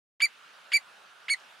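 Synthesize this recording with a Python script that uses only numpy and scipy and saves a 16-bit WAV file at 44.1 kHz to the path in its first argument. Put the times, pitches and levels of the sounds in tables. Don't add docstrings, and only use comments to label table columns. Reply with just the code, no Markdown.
import sys
import numpy as np
from scipy import signal
from scipy.fft import rfft, irfft, next_fast_len
from scipy.io import wavfile
from scipy.ndimage import uniform_filter1d, map_coordinates

SR = 44100
rng = np.random.default_rng(int(sys.argv[2]) if len(sys.argv) > 2 else 0)


def waveform_to_disk(signal):
    frames = np.transpose(np.atleast_2d(signal))
    scaled = np.clip(frames, -1, 1) * 32767
    samples = np.round(scaled).astype(np.int16)
    wavfile.write(sys.argv[1], SR, samples)


N = 70560
TIME = np.arange(N) / SR

# frequency in Hz, relative spectral density in dB.
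WASH_SPECTRUM = [(25, -42), (70, -29), (130, -23.5), (200, -17), (320, -17.5), (470, -11.5), (700, -7),
                 (1100, -5), (1400, 0.5), (1700, -4.5), (2000, -10.5), (2500, -6), (3500, -10), (5500, -18),
                 (8200, -24.5), (9600, -23.5), (13000, -33.5), (15500, -38)]
# frequency in Hz, correlation.
WASH_LIKENESS = [(60, .3), (130, 1), (300, 0.59), (1400, 0.48), (3100, 0.65), (7000, 0.59), (15000, .3)]
# frequency in Hz, left minus right in dB.
WASH_BALANCE = [(100, -1), (700, -1), (1300, -3.5), (2400, -2), (4400, -1.5), (8000, 0.5)]
# time in seconds, gain in dB.
WASH_DRIFT = [(.2, -0.3), (.65, -0.1), (.9, 0.24), (1.15, -1.46), (1.4, 1), (1.6, .2)]
# voice break in seconds, whistle length in seconds, top pitch in Hz, whistle gain
# in dB, overtone gain in dB, scrape gain in dB, fundamental's left minus right in dB, swell depth factor.
CALLS = [(0.2191, 0.048, 2350, -19, 0.5, -26.5, -3.5, 1.14),
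         (0.7339, 0.049, 2348, -18.5, -1, -26.5, -3.5, 1.13),
         (1.2988, 0.049, 2255, -24.5, 0.5, -28.5, -4.5, 0.49)]
# share of its length, gain in dB.
SCRAPE_ENVELOPE = [(0, -14), (.15, -1), (.45, -2), (.67, -1), (.8, -3.5), (1, -1)]
# frequency in Hz, gain in dB.
THROAT_RESPONSE = [(950, -26.5), (1500, -20), (1950, -2), (2400, -2.5), (2620, -11.5), (2900, 0),
                   (3200, -10), (3500, -3), (4000, -18.5), (4700, -6), (5600, -23), (7800, -20.5),
                   (12000, -37)]
# frequency in Hz, relative spectral density in dB.
RASP_SPECTRUM = [(100, -49), (1000, -15.5), (2300, 10.5), (3300, -3.5), (4700, -6), (5800, -28),
                 (7000, -11), (8000, -15.5), (9200, -27), (10100, -18), (11300, -25), (12500, -32),
                 (13600, -32), (15000, -45)]
WHISTLE_ARCH = [(0, .955), (.18, 0.98), (.42, 1), (.6, 0.99), (.75, 0.98), (.86, 0.901), (1, 0.865)]
# share of its length, gain in dB at swell depth 1,
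# overtone gain in dB.
WHISTLE_EFFORT = [(0, -5.5, -1), (.12, -2.5, 1), (0.301, 0, 0.5), (.62, -1.5, 0.5), (.8, -7, 3.5),
                  (.9, -13.5, -11.5), (1, -10, -18)]
# frequency in Hz, gain in dB.
BILL_RESPONSE = [(1900, 0), (2350, -1), (4200, -5.5), (4700, -7), (6500, -23), (6750, -13.5), (7050, -19.5),
                 (8400, -18), (8950, -11), (9300, -23.5), (10100, -38), (10700, -17), (11200, -28),
                 (11700, -29.5), (12400, -43), (13000, -38), (13500, -41), (14100, -41), (14700, -57),
                 (15600, -43), (16100, -70)]
# left delay in seconds, right delay in seconds, gain in dB.
BOULDER_ECHOES = [(.0031, 0.0021, -26), (.0068, 0.0079, -17.5), (0.013, .0131, -33), (0.0175, .0179, -41)]
# frequency in Hz, gain in dB.
SCATTER_COLOUR = [(1000, 8), (2300, 4), (4600, 2), (7000, 6.5), (10000, 4), (14000, 17.5)]
# frequency in Hz, relative spectral density in dB.
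TICK_SPECTRUM = [(1000, -30), (4000, -12), (5500, 0), (7500, -3), (10000, -16), (15000, -30)]

ATTACK_S, RELEASE_S, FLUTTER_PER_S = 0.003, 0.004, 900


def amp(db):
    return 10 ** (np.asarray(db) / 20)


def unit(x):
    return x / np.sqrt(np.mean(x ** 2) + 1e-20)


def along(points, hz):
    f, v = np.transpose(points)
    return np.interp(np.log(hz + 1), np.log(f + 1), v)


def wobble(rate):
    return map_coordinates(rng.standard_normal(int(N * rate / SR) + 4), [TIME * rate])


def ramp(u):
    return np.sin(np.pi / 2 * np.clip(u, 0, 1)) ** 2


def filtered(x, response):
    size = next_fast_len(N + SR // 2)
    return irfft(rfft(x, size) * response(np.fft.rfftfreq(size, 1 / SR)), size)[..., :N]


def noise(spectrum):
    return unit(filtered(rng.standard_normal(N), lambda hz: amp(along(spectrum, hz))))


def pan(lean_db):
    return amp(lean_db * np.array([[.5], [-.5]]))


def partials(hz, colour, count, waver_step_db=0.57):
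    k = np.arange(1, count + 1)[:, None]
    waver_db = waver_step_db * (k - 1) * np.array([wobble(rate=180) for _ in k])
    strength = amp(along(colour, k * hz) + waver_db) * (k * hz < SR / 2)
    turns = k * np.cumsum(hz) / SR + rng.random((count, 1))
    return np.sqrt(2) * strength * np.cos(2 * np.pi * turns)


def shore_wash(level_db=-54, sway_db=0.24, patchy_db=1.76):
    bands = signal.stft(rng.standard_normal((2, N)), nperseg=512)[2]
    patches = uniform_filter1d(rng.standard_normal(bands.shape[1:]), size=5, axis=0)
    patches = uniform_filter1d(patches, size=10, axis=1)
    pair = signal.istft(bands * amp(patchy_db * unit(patches)), nperseg=512)[1][:, :N]
    pair = filtered(pair, lambda hz: amp(along(WASH_SPECTRUM, hz)))
    width = lambda hz: np.arccos(along(WASH_LIKENESS, hz)) / 2
    mid, side = filtered(pair, lambda hz: np.array([np.cos(width(hz)), np.sin(width(hz))]))
    wash = filtered(np.array([mid + side, mid - side]), lambda hz: pan(along(WASH_BALANCE, hz)))
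    drift_db = np.interp(TIME, *np.transpose(WASH_DRIFT))
    return unit(wash) * amp(level_db + drift_db + sway_db * wobble(rate=5.8))


def scrape(end, gain_db, lean_db, length_s=0.0175, from_hz=900, to_hz=1775, jitter=0.0198, shimmer_db=1):
    progress = np.clip(1 + (TIME - end) / length_s, 0, 1)
    hz = (from_hz + (to_hz - from_hz) * progress) * (1 + jitter * wobble(FLUTTER_PER_S))
    gate = ramp(progress * length_s / ATTACK_S) * ramp((end - TIME) / ATTACK_S + .5)
    effort_db = np.interp(progress, *np.transpose(SCRAPE_ENVELOPE))
    loudness = gate * amp(gain_db + effort_db + shimmer_db * wobble(FLUTTER_PER_S))
    harmonics = partials(hz, THROAT_RESPONSE, count=6)
    buzz = sum(amp(-4.5 * (k - 2)) * harmonic for k, harmonic in enumerate(harmonics, start=1))
    return loudness * (buzz + rasp(gain_db=-10)) * pan(lean_db)


def rasp(gain_db):
    return amp(gain_db) * noise(RASP_SPECTRUM)


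def whistle(start, length, top_hz, gain_db, overtones_db, lean_db, swell, jitter=0.0027, shimmer_db=0.79):
    progress = (TIME - start) / length
    share, effort_db, bright_db = np.transpose(WHISTLE_EFFORT)
    arch = np.interp(progress, *np.transpose(WHISTLE_ARCH))
    hz = top_hz * arch * (1 + jitter * wobble(FLUTTER_PER_S))
    gate = ramp((TIME - start) / ATTACK_S + .5) * ramp((start + length - TIME) / RELEASE_S + .5)
    swell_db = swell * np.interp(progress, share, effort_db)
    loudness = gate * amp(gain_db + swell_db + shimmer_db * wobble(FLUTTER_PER_S))
    harmonics = partials(hz, BILL_RESPONSE, count=7)
    overtones = harmonics[1:].sum(0) * amp(overtones_db + np.interp(progress, share, bright_db))
    return loudness * (harmonics[0] * pan(lean_db) + overtones + rasp(gain_db=-25))


def oystercatcher():
    calls = np.zeros((2, N))
    for break_s, length, top_hz, whistle_db, overtones_db, scrape_db, lean_db, swell in CALLS:
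        calls += scrape(break_s, scrape_db, lean_db / 2)
        calls += whistle(break_s, length, top_hz, whistle_db, overtones_db, lean_db, swell)
    return calls


def boulders(voice, scatter_db=-20.5, t60_s=0.084, rise_s=0.0063):
    close = filtered(voice, lambda hz: sum(amp(db) * np.exp(-2j * np.pi * hz * [[left], [right]])
                                           for left, right, db in BOULDER_ECHOES))
    tail = rng.standard_normal((2, N)) * amp(-60 * TIME / t60_s) * ramp(TIME / rise_s)
    scatter = signal.fftconvolve(voice[None], tail / np.linalg.norm(tail[0]), axes=1)[:, :N]
    return close + filtered(scatter, lambda hz: amp(scatter_db + along(SCATTER_COLOUR, hz)))


def tick(start_s=1.4, gain_db=-54, t60_s=0.013):
    age = TIME - start_s
    return noise(TICK_SPECTRUM) * ramp(age / .001) * amp(gain_db - 60 * np.maximum(age, 0) / t60_s)


def scene():
    wash = shore_wash()
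    calls = oystercatcher()
    return wash + calls + boulders(calls.mean(0)) + tick()


def record(dry, open_s=0.197, fade_s=0.0033, top_hz=15850):
    return filtered(dry * ramp((TIME - open_s) / fade_s), lambda hz: hz < top_hz)


dry = scene()
out = record(dry)
waveform_to_disk(out)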